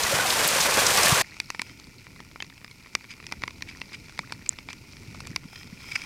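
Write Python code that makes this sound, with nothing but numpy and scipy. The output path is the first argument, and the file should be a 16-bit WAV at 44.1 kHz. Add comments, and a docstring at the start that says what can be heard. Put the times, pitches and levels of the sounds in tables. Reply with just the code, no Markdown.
"""Heavy rain on a river, heard first from the bank: noise and random clicks make a dense hiss of drops,
sine bubbles gurgle in the rushing water and short noise bursts spat close by. Then, abruptly, we are just above
the water inside a waterproof case. Filtered noise makes the muffled rain and the rumble of the current;
single drops set the ringing tones of the shell ticking, among spatters, running water and soft thumps."""
import sys
import numpy as np
from scipy import signal
from scipy.fft import rfft, irfft
from scipy.io import wavfile

SR = 44100
rng = np.random.default_rng(int(sys.argv[2]) if len(sys.argv) > 2 else 0)


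def master(y):
    """Save y as 16-bit WAV."""
    cut = np.clip(np.atleast_2d(y).T, -1, 1)
    pcm = np.round(cut * 32767)  # scale
    wavfile.write(sys.argv[1], SR, pcm.astype(np.int16))


N = 266805
TIME = np.arange(N) / SR   # seconds
CUT_S, CUT_FADE_S = 1.219, 0.0086   # middle and length of the crossfade from bank to case
CUTOFF_HZ = 15900   # top of the whole sound

# Soft knocks and nudges of water: (time [s], pitch [Hz], peak level [dB])
THUMPS = [(0.022, 84.5, -34.5), (0.143, 130, -25), (1.128, 138, -13), (2.952, 150, -34.5), (3.392, 80, -37),
          (3.44, 128, -36), (4.2, 135, -36), (5.088, 115, -34), (5.303, 147, -31.5), (5.315, 230, -32),
          (5.457, 190, -32), (5.731, 179, -31.5)]
THUMP_CYCLES = 0.45   # half length of a thump

# Tone colour of the river from the bank: (frequency [Hz], relative level per Hz [dB])
RIVER_COLOUR = [(18, -57), (30, -25), (70, -8), (102, -9.5), (139, -6.5), (326, -9), (464, -4.5),
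                (548, -3.5), (824, -3), (1070, 0), (1310, -3.5), (1550, -1.5), (2500, -6.5), (3250, -66),
                (5500, -120)]
# Strength of the river's rush: (time [s], level [dB])
RIVER_FLOW = [(0.0, -31.5), (0.056, -28), (0.266, -26), (0.292, -28.5), (0.46, -23.5), (0.47, -28),
              (0.758, -25.5), (0.788, -22.5), (0.812, -25), (1.21, -24)]
# Large bubbles in the river: (time [s], starting pitch [Hz], level before its soft onset [dB])
GURGLES = [(0.062, 1925, -18), (0.123, 552, -16.5), (0.196, 1476, -15), (0.25, 747, -17.5),
           (0.405, 1575, -18), (0.775, 524, -16), (0.783, 1618, -18), (0.978, 1133, -13.5),
           (1.064, 1750, -16), (1.117, 1164, -16.5), (1.151, 1373, -18)]
GURGLE_T60_S = 0.06   # time to die away by 60 dB

# Tone colour of the current against the case: (frequency [Hz], relative level per Hz [dB])
CURRENT_COLOUR = [(15, -43), (25, -1), (43, -5.5), (70, 0.5), (128, 1.5), (223, -4), (253, -3), (436, -13),
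                  (592, -22), (700, -22.5), (910, -50), (1540, -120)]
# Push of the current against the case: (time [s], level [dB])
CURRENT_FLOW = [(1.27, -54), (1.89, -53), (2.72, -57.5), (3.11, -56), (3.4, -50), (3.68, -52),
                (4.88, -51.5), (5.22, -47), (5.42, -52), (6.05, -51.5)]

# Tones that running water excites in the shell: (frequency [Hz], relative level [dB], 60 dB decay time [s])
FILM_MODES = [(1410, -10, 0.033), (2340, -0.5, 0.0081), (3170, -6.5, 0.021), (5100, -1, 0.015)]
# Water running off over the case: (time of crest [s], level at crest [dB], half length [s])
RUNOFFS = [(1.666, -55, .06), (5.574, -48.5, 0.06), (5.95, -46, .11)]
# One bubble surfacing: (start [s], first pitch [Hz], last pitch [Hz], length [s], peak level [dB])
PLOP = (4.229, 1080, 2100, .024, -46)
# Drops trapping a bubble by the case: (time [s], pitch [Hz], level before softening [dB], 60 dB decay time [s])
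PINGS = [(1.5942, 2270, -24.5, 0.031), (2.4037, 3090, -23, 0.019), (4.492, 7400, 6.5, 0.0021)]

# Water spattering over the case: (time of crest [s], level at crest [dB], half length [s])
SPATTERS = [(3.113, -40, 0.012), (3.694, -37.5, 0.0056), (3.942, -36, 0.0083), (4.4635, -32.5, 0.0012),
            (4.706, -40, 0.009), (5.919, -28.5, 0.0029), (5.96, -19.5, .003), (6.0195, -29.5, 0.0014)]
# Tones that a spatter excites in the shell: (frequency [Hz], relative level [dB], 60 dB decay time [s])
SPATTER_MODES = [(2336, 15.5, 0.023), (2550, 6, 0.027), (4890, 8, 0.019)]
# Droplets against ringing in a -40 dB spatter [dB]; share lost per dB of greater strength
SPRAY_DB, SPRAY_FALL = 14, 0.51

# Tones of the case: (frequency [Hz], relative level [dB], 60 dB decay time [s])
SHELL_MODES = [(434, -17, 0.0028), (995, -6, 0.013), (1360, -6.5, 0.0067), (2035, -4.5, 0.012),
               (2358, -3, 0.018), (3570, -6.5, 0.0026), (4750, -2.5, 0.0043), (5630, -4, 0.0044),
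               (6820, -4, 0.0014), (7900, -4, 0.00089), (9820, -10, 0.0027), (13100, -19, 0.0068)]
# Heavy drops on the case: (time [s], relative strength [dB], brightness [dB per octave],
# focus: loss one octave from the centre [dB])
HEAVY_DROPS = [(1.4008, -34.5, 6, 5.5), (1.5025, -39.5, -2, -1), (1.5473, -45, -4.5, 4),
               (1.5942, -34, 0.5, 7.5), (1.6174, -39, 0, 0), (2.2029, -44, -4, 9.5), (2.3587, -51.5, -8, 1),
               (2.4024, -45, -1, 4.5), (2.4237, -40, 2, 5.5), (2.6451, -48.5, -5, -0.5),
               (2.7119, -52, 7.5, 6.5), (2.9509, -30.5, 0.5, 1), (3.2666, -48.5, 7, 4.5),
               (3.3227, -37.5, -3, 0), (3.4199, -46.5, 0, 4.5), (3.4363, -33.5, -2.5, 6),
               (3.478, -38, -0.5, 5), (3.622, -40, 5, 5), (3.8157, -39.5, 0.5, 7.5),
               (4.1908, -34.5, -1.5, 3.5), (4.3224, -41, -1.5, -0.5), (4.587, -42.5, 2, 9),
               (4.6869, -44, -2.5, 5), (4.73, -46, 3, 4.5), (5.1467, -52, -5.5, 3),
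               (5.204, -49.5, -4, -1.5), (5.2708, -50.5, -2, -2.5), (5.3609, -33, 2.5, 2.5)]
DROP_CENTRE_HZ = 2260   # brightness and focus tilt the tones around here
DROP_LOW_HZ, DROP_HIGH_HZ = 1260, 7300   # beyond these a drop's colour levels off
# Lighter drops land at random, with relative strength [dB], brightness [dB per octave] and focus [dB]
LIGHT_DROPS_PER_S, LIGHT_DROP_DB, LIGHT_SPREAD_DB = 13, -55, 2.0
LIGHT_BRIGHTNESS_DB, BRIGHTNESS_SPREAD_DB, LIGHT_FOCUS_DB = -1, 3, 6

# Drops bursting close by on the bank: (time [s], level [dB], centre frequency [Hz])
SPATS = [(0.0346, -20.5, 5000), (0.303, -18, 4100), (0.4754, -19.5, 10100), (0.487, -21, 5970),
         (0.605, -20, 5700), (0.6117, -20.5, 5600), (0.866, -14.5, 5500), (0.9732, -20.5, 4800),
         (1.032, -16.5, 6650), (1.08, -24, 10000)]
# Tone colour of the rain in the open: (frequency [Hz], relative level per Hz [dB])
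RAIN_COLOUR = [(1470, -18), (2500, 0.5), (3540, -1.5), (6160, -2), (6970, -3.5), (8930, -4.5), (10700, -9),
               (13200, -11.5), (15100, -16.5), (15800, -33)]
RAIN_DB, RAIN_SWELL_DB_PER_S = -26, 4.5   # starting level; the downpour grows steadily
# Tone colour of the rain inside the case: (frequency [Hz], relative level per Hz [dB])
MUFFLED_COLOUR = [(320, -39.5), (550, -14.5), (758, -17), (884, -7), (1170, -20), (1440, -5.5), (1590, -24),
                  (2220, -0.5), (2420, -0.5), (3020, -13), (3290, -15.5), (4230, -11.5), (5210, -8.5),
                  (6520, -14.5), (15500, -35)]
# Strength of the rain inside the case: (time [s], level [dB])
RAINFALL = [(1.27, -50.5), (2.41, -56.5), (3.99, -51.5), (4.81, -54), (5.16, -50), (5.52, -56), (5.88, -50),
            (6.05, -46.5)]


def from_db(db):
    """Turn decibels into a gain."""
    return 10 ** (np.asarray(db) / 20)


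def rms_one(x):
    """Scale a sound to an average strength (rms) of 1."""
    return x / np.sqrt(np.mean(x ** 2) + 1e-20)


def level_in_time(rows):
    """Join the points of a (time, level) table with straight lines."""
    s, db = np.transpose(rows)
    return np.interp(TIME, s, db)


def add(out, s, sound):
    """Mix a sound in, starting at time s."""
    at = int(np.clip(round(s * SR), 0, N - 1))
    out[at:at + len(sound)] += sound[:N - at]


def band(x, low_hz, high_hz):
    """Keep only the range between two frequencies."""
    edges = [low_hz, min(high_hz, .45 * SR)]
    return signal.sosfilt(signal.butter(2, edges, "band", fs=SR, output="sos"), x + 1e-18)


def drift(rate_hz):
    """Smoothed noise wanders slowly at random, with a spread of 1."""
    step = 40   # samples between computed points
    r = np.exp(-2 * np.pi * rate_hz * step / SR)
    noise = rng.standard_normal(N // step + 2002)
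    slow = signal.lfilter([1], [1, -2 * r, r * r], noise)[2000:]   # drop the filter's start-up
    return np.interp(np.arange(N) / step, np.arange(len(slow)), rms_one(slow))


def ring(clicks, hz, t60):
    """Each unit click starts a sine that dies away by 60 dB in t60 seconds."""
    r = np.exp(-np.log(1000) / (t60 * SR))
    w = 2 * np.pi * hz / SR
    return signal.lfilter([0, np.sin(w)], [1, -2 * r * np.cos(w), r * r], clicks + 1e-18)


def coloured(x, colour):
    """Shape the tone by a table, falling 40 dB per octave more beyond its ends; rms 1."""
    hz, db = np.transpose(colour)
    log_hz = np.log2(np.maximum(np.arange(N // 2 + 1) * SR / N, 1))
    octaves_outside = np.abs(log_hz - np.clip(log_hz, np.log2(hz[0]), np.log2(hz[-1])))
    gain_db = np.interp(log_hz, np.log2(hz), db) - 40 * octaves_outside
    return rms_one(irfft(rfft(x) * from_db(gain_db), N))


def impacts(per_s, spread_db):
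    """Clicks at random moments, many small and a few large."""
    sizes = from_db(spread_db * np.minimum(rng.exponential(1, N), 4.5))
    return (rng.random(N) < per_s / SR) * sizes * rng.choice([-1, 1], N)


def bubbles(per_s, spread_db, low_hz, high_hz, cycles, count=28):
    """Random impacts each ring at one of many pitches, fading 60 dB in some cycles; rms 1."""
    clicks = impacts(per_s, spread_db)
    dealt = rng.integers(0, count, N)   # which pitch each click gets
    out = np.zeros(N)
    for k, hz in enumerate(np.geomspace(low_hz, high_hz, count)):
        out += ring(clicks * (dealt == k), hz, cycles / hz)
    return rms_one(out)


def wash(colour, flutter_db, flutter_hz):
    """Steady water sound: coloured noise whose strength flutters a little; rms 1."""
    noise = rng.standard_normal(N) * from_db(flutter_db * drift(flutter_hz))
    return coloured(noise, colour)


def microphone_hiss():
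    """Faint, steady high noise."""
    return from_db(-66.5) * rms_one(band(rng.standard_normal(N), 4700, 14700))


def thumps():
    """Each thump is a cycle or two of low pressure swing."""
    out, t = np.zeros(N), TIME[:4096] - TIME[2048]
    for s, hz, db in THUMPS:
        envelope = from_db(db) * np.exp(-(t * hz / THUMP_CYCLES) ** 2 / 2)
        add(out, s + t[0], envelope * np.cos(2 * np.pi * hz * t))
    return out


def river():
    """Rushing noise and many small ringing bubbles rise and fall together."""
    rush = from_db(-0.67) * wash(RIVER_COLOUR, flutter_db=1.5, flutter_hz=54)
    babble = from_db(-8.0) * bubbles(per_s=330, spread_db=3.0, low_hz=481, high_hz=2710, cycles=39)
    return from_db(level_in_time(RIVER_FLOW)) * (rush + babble)


def gurgles(rise_per_s=1.5, swell_s=0.0019):
    """Each bubble rings and rises in pitch as it nears the surface."""
    out, t = np.zeros(N), TIME[:4096]
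    for s, hz, db in GURGLES:
        decay = np.exp(-np.log(1000) * t / GURGLE_T60_S)
        envelope = from_db(db) * decay * (1 - np.exp(-t / swell_s))
        add(out, s, envelope * np.sin(2 * np.pi * hz * t * (1 + rise_per_s * t / 2)))
    return out


def current():
    """The current pushes on the case: low rumbling noise with low ringing glugs."""
    rumble = from_db(1.4) * wash(CURRENT_COLOUR, flutter_db=1.5, flutter_hz=13.4)
    glugs = from_db(-7.5) * bubbles(per_s=45, spread_db=1.5, low_hz=91, high_hz=420, cycles=8.5)
    return from_db(level_in_time(CURRENT_FLOW)) * (rumble + glugs)


def side_rumble():
    """A fainter rumble, later given opposite signs in the two ears."""
    level_db = level_in_time(CURRENT_FLOW) - 12.5
    return from_db(level_db) * wash(CURRENT_COLOUR, flutter_db=2.5, flutter_hz=12)


def film():
    """Fine crackle of running water sings in a few tones of the shell; each runoff swells and ebbs."""
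    crackle = np.diff(impacts(per_s=1900, spread_db=3.5), prepend=0)
    flow, singing = np.zeros(N), np.zeros(N)
    for s, db, half in RUNOFFS:
        flow += from_db(db) * np.exp(-((TIME - s) / half) ** 2 / 2)
    for hz, db, t60 in FILM_MODES:
        singing += from_db(db) * rms_one(ring(crackle, hz, t60))
    return flow * rms_one(singing)


def plop():
    """A bubble's pitch climbs as it reaches the surface."""
    s, first_hz, last_hz, length, db = PLOP
    age = np.clip((TIME - s) / length, 0, 1)
    hz = first_hz + (last_hz - first_hz) * age ** 2
    envelope = from_db(db) * np.sqrt(np.abs(np.sin(np.pi * age)))
    return envelope * np.sin(2 * np.pi * np.cumsum(hz) / SR)


def pings(swell_s=0.00018, echo_s=0.00118, echo_db=-8.0):
    """A trapped bubble rings for a moment; the shell softens its onset and returns it once."""
    out, t = np.zeros(N), TIME[:2048]
    for s, hz, db, t60 in PINGS:
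        envelope = from_db(db) * (1 - np.exp(-t / swell_s)) * np.exp(-np.log(1000) * t / t60)
        ping = envelope * np.sin(2 * np.pi * hz * t)
        add(out, s, ping)
        add(out, s + echo_s, from_db(echo_db) * ping)
    return signal.sosfilt(signal.butter(4, 9000, fs=SR, output="sos"), out + 1e-18)


def spatter(mist_per_s=4000, droplets_per_s=280):
    """Swells of fine mist keep shell tones ringing; a quick run of larger droplets crackles on top."""
    out, t = np.zeros(N), TIME[:4096] - TIME[2048]
    for s, db, half in SPATTERS:
        envelope = np.exp(-(t / half) ** 2 / 2)
        mist = (rng.random(len(t)) < mist_per_s / SR) * rng.standard_normal(len(t)) * envelope
        ringing = np.zeros(len(t))
        for hz, mode_db, t60 in SPATTER_MODES:
            ringing += from_db(mode_db) * rms_one(ring(mist, hz, t60))
        landings = (rng.random(len(t)) < droplets_per_s / SR) * 1.0
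        # each landing fades within about a millisecond, over a faint steady floor
        bursts = signal.lfilter([1], [1, -np.exp(-1 / (.0007 * SR))], landings) + .12
        spray = band(rng.standard_normal(len(t)) * bursts * envelope, 1000, 5600)
        spray_db = SPRAY_DB - SPRAY_FALL * (db + 40)
        swell = rms_one(band(ringing + from_db(spray_db) * rms_one(spray), 1400, 10400))
        crest_scale = np.sqrt(np.mean(envelope ** 2))   # makes the level apply at the crest
        add(out, s + t[0] - .001, from_db(db) * swell * crest_scale)
    return out


def light_drops(count=200):
    """Random drops, with the same columns as HEAVY_DROPS."""
    s = CUT_S + np.cumsum(rng.exponential(1, count)) / LIGHT_DROPS_PER_S
    size, tilt = np.clip(rng.standard_normal((count, 2)), -2, 2).T
    strength_db = LIGHT_DROP_DB + LIGHT_SPREAD_DB * size
    brightness = LIGHT_BRIGHTNESS_DB + BRIGHTNESS_SPREAD_DB * tilt
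    rows = [s, strength_db, brightness, np.full(count, LIGHT_FOCUS_DB)]
    return np.transpose(rows)[s < TIME[-1]]


def shell_drops(drops, splash_db=-10.0, splash_s=0.0013, level_db=3.5, push_hz=260, push_t60=0.0039):
    """A sharp hit favours the shell's high tones; a blunt one pushes the whole case."""
    out, t = np.zeros(N), TIME[:1024]
    for s, drop_db, brightness, focus in drops:
        # the drop hits, then spreads within a millisecond or two
        force = from_db(splash_db) * rng.standard_normal(len(t)) * np.exp(-t / splash_s)
        force[0] += 1
        # the film of water loads the shell differently each time
        detune = np.exp(0.068 * rng.standard_normal(len(SHELL_MODES)))
        tick = from_db(drop_db - 13 - brightness) * rms_one(ring(force, push_hz, push_t60))
        sharp_force = np.diff(force, prepend=0)
        for k, (hz, db, t60) in enumerate(SHELL_MODES):
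            octaves = np.log2(np.clip(hz, DROP_LOW_HZ, DROP_HIGH_HZ) / DROP_CENTRE_HZ)
            strength = from_db(db + drop_db + brightness * octaves - focus * octaves ** 2)
            tick = tick + (-1) ** k * strength * rms_one(ring(sharp_force, hz * detune[k], t60))
        add(out, s, from_db(level_db) * tick)
    return out


def small_drops(per_s, spread_db, scatter_db=8.0, dull_db=1.0):
    """Fine drops excite each shell tone by a chance amount, weaker by the octave; rms 1."""
    clicks, out = impacts(per_s, spread_db), np.zeros(N)
    at = np.flatnonzero(clicks)
    for k, (hz, db, t60) in enumerate(SHELL_MODES):
        force = np.zeros(N)
        force[at] = clicks[at] * from_db(scatter_db * rng.uniform(-1.3, 1, len(at)))
        out += (-1) ** k * from_db(db - dull_db * np.log2(hz)) * rms_one(ring(force, hz, t60))
    return rms_one(band(out, 540, 9700))


def spats(t60=0.034, spray_db=14.0, slap_t60=0.0018):
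    """A very short slap and a stronger, longer spray start together as one noise burst."""
    out, t = np.zeros(N), TIME[:2048]
    for s, db, hz in SPATS:
        envelope = from_db(-60 * t / slap_t60) + from_db(spray_db - 60 * t / t60)
        burst = band(rng.standard_normal(len(t)) * envelope, hz * 0.71, min(hz * 1.32, 13500))
        rounded = 2 * np.tanh(.5 * burst / np.std(burst[:256]))   # tame the tallest peaks
        add(out, s, from_db(db) * rounded)
    return out


def open_rain():
    """Countless far drops merge into hiss, with nearer ones as a patter of clicks."""
    level_db = RAIN_DB + RAIN_SWELL_DB_PER_S * TIME + 0.53 * drift(13)
    hiss = from_db(-3.0) * wash(RAIN_COLOUR, flutter_db=2.0, flutter_hz=49)
    patter = from_db(-6.5) * coloured(impacts(per_s=7500, spread_db=5.0), RAIN_COLOUR)
    return from_db(level_db) * (hiss + patter)


def muffled_rain():
    """The shell dulls and colours the rain: noise, clicks, short ringing plinks and small ticks."""
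    hiss = from_db(-4.0) * wash(MUFFLED_COLOUR, flutter_db=0.5, flutter_hz=91)
    patter = from_db(-5.0) * coloured(impacts(per_s=900, spread_db=4.0), MUFFLED_COLOUR)
    plinks = from_db(-7.0) * bubbles(per_s=130, spread_db=4.0, low_hz=1830, high_hz=2700, cycles=25)
    fizz = from_db(-9.0) * bubbles(per_s=160, spread_db=5.0, low_hz=4020, high_hz=5800, cycles=47)
    ticks = from_db(-7.0) * small_drops(per_s=80, spread_db=2.5)
    return from_db(level_in_time(RAINFALL)) * (hiss + patter + plinks + fizz + ticks)


def bank():
    """Open air: rushing, bubbling river, with rain crackling on the water."""
    return river() + gurgles() + spats() + open_rain()


def at_the_water():
    """Inside the case: muffled rain, single drops, water on the shell and the rumbling current."""
    drops = band(shell_drops(HEAVY_DROPS) + shell_drops(light_drops()), 130, 11200)
    close_by = film() + plop() + pings() + spatter() + drops
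    return microphone_hiss() + current() + close_by + muffled_rain()


def scene():
    """The bank gives way to the water's edge; only a faint rumble differs between the ears."""
    moved = np.clip((TIME - CUT_S) / CUT_FADE_S + .5, 0, 1)   # 0 on the bank, 1 in the case
    mono = (1 - moved) * bank() + moved * at_the_water() + thumps()
    side = moved * side_rumble()
    return np.array([mono + side, mono - side])


def record(dry):
    """A steep filter removes the very highest sound."""
    return signal.sosfilt(signal.ellip(10, .1, 80, CUTOFF_HZ, fs=SR, output="sos"), dry)


dry = scene()
out = record(dry)
master(out)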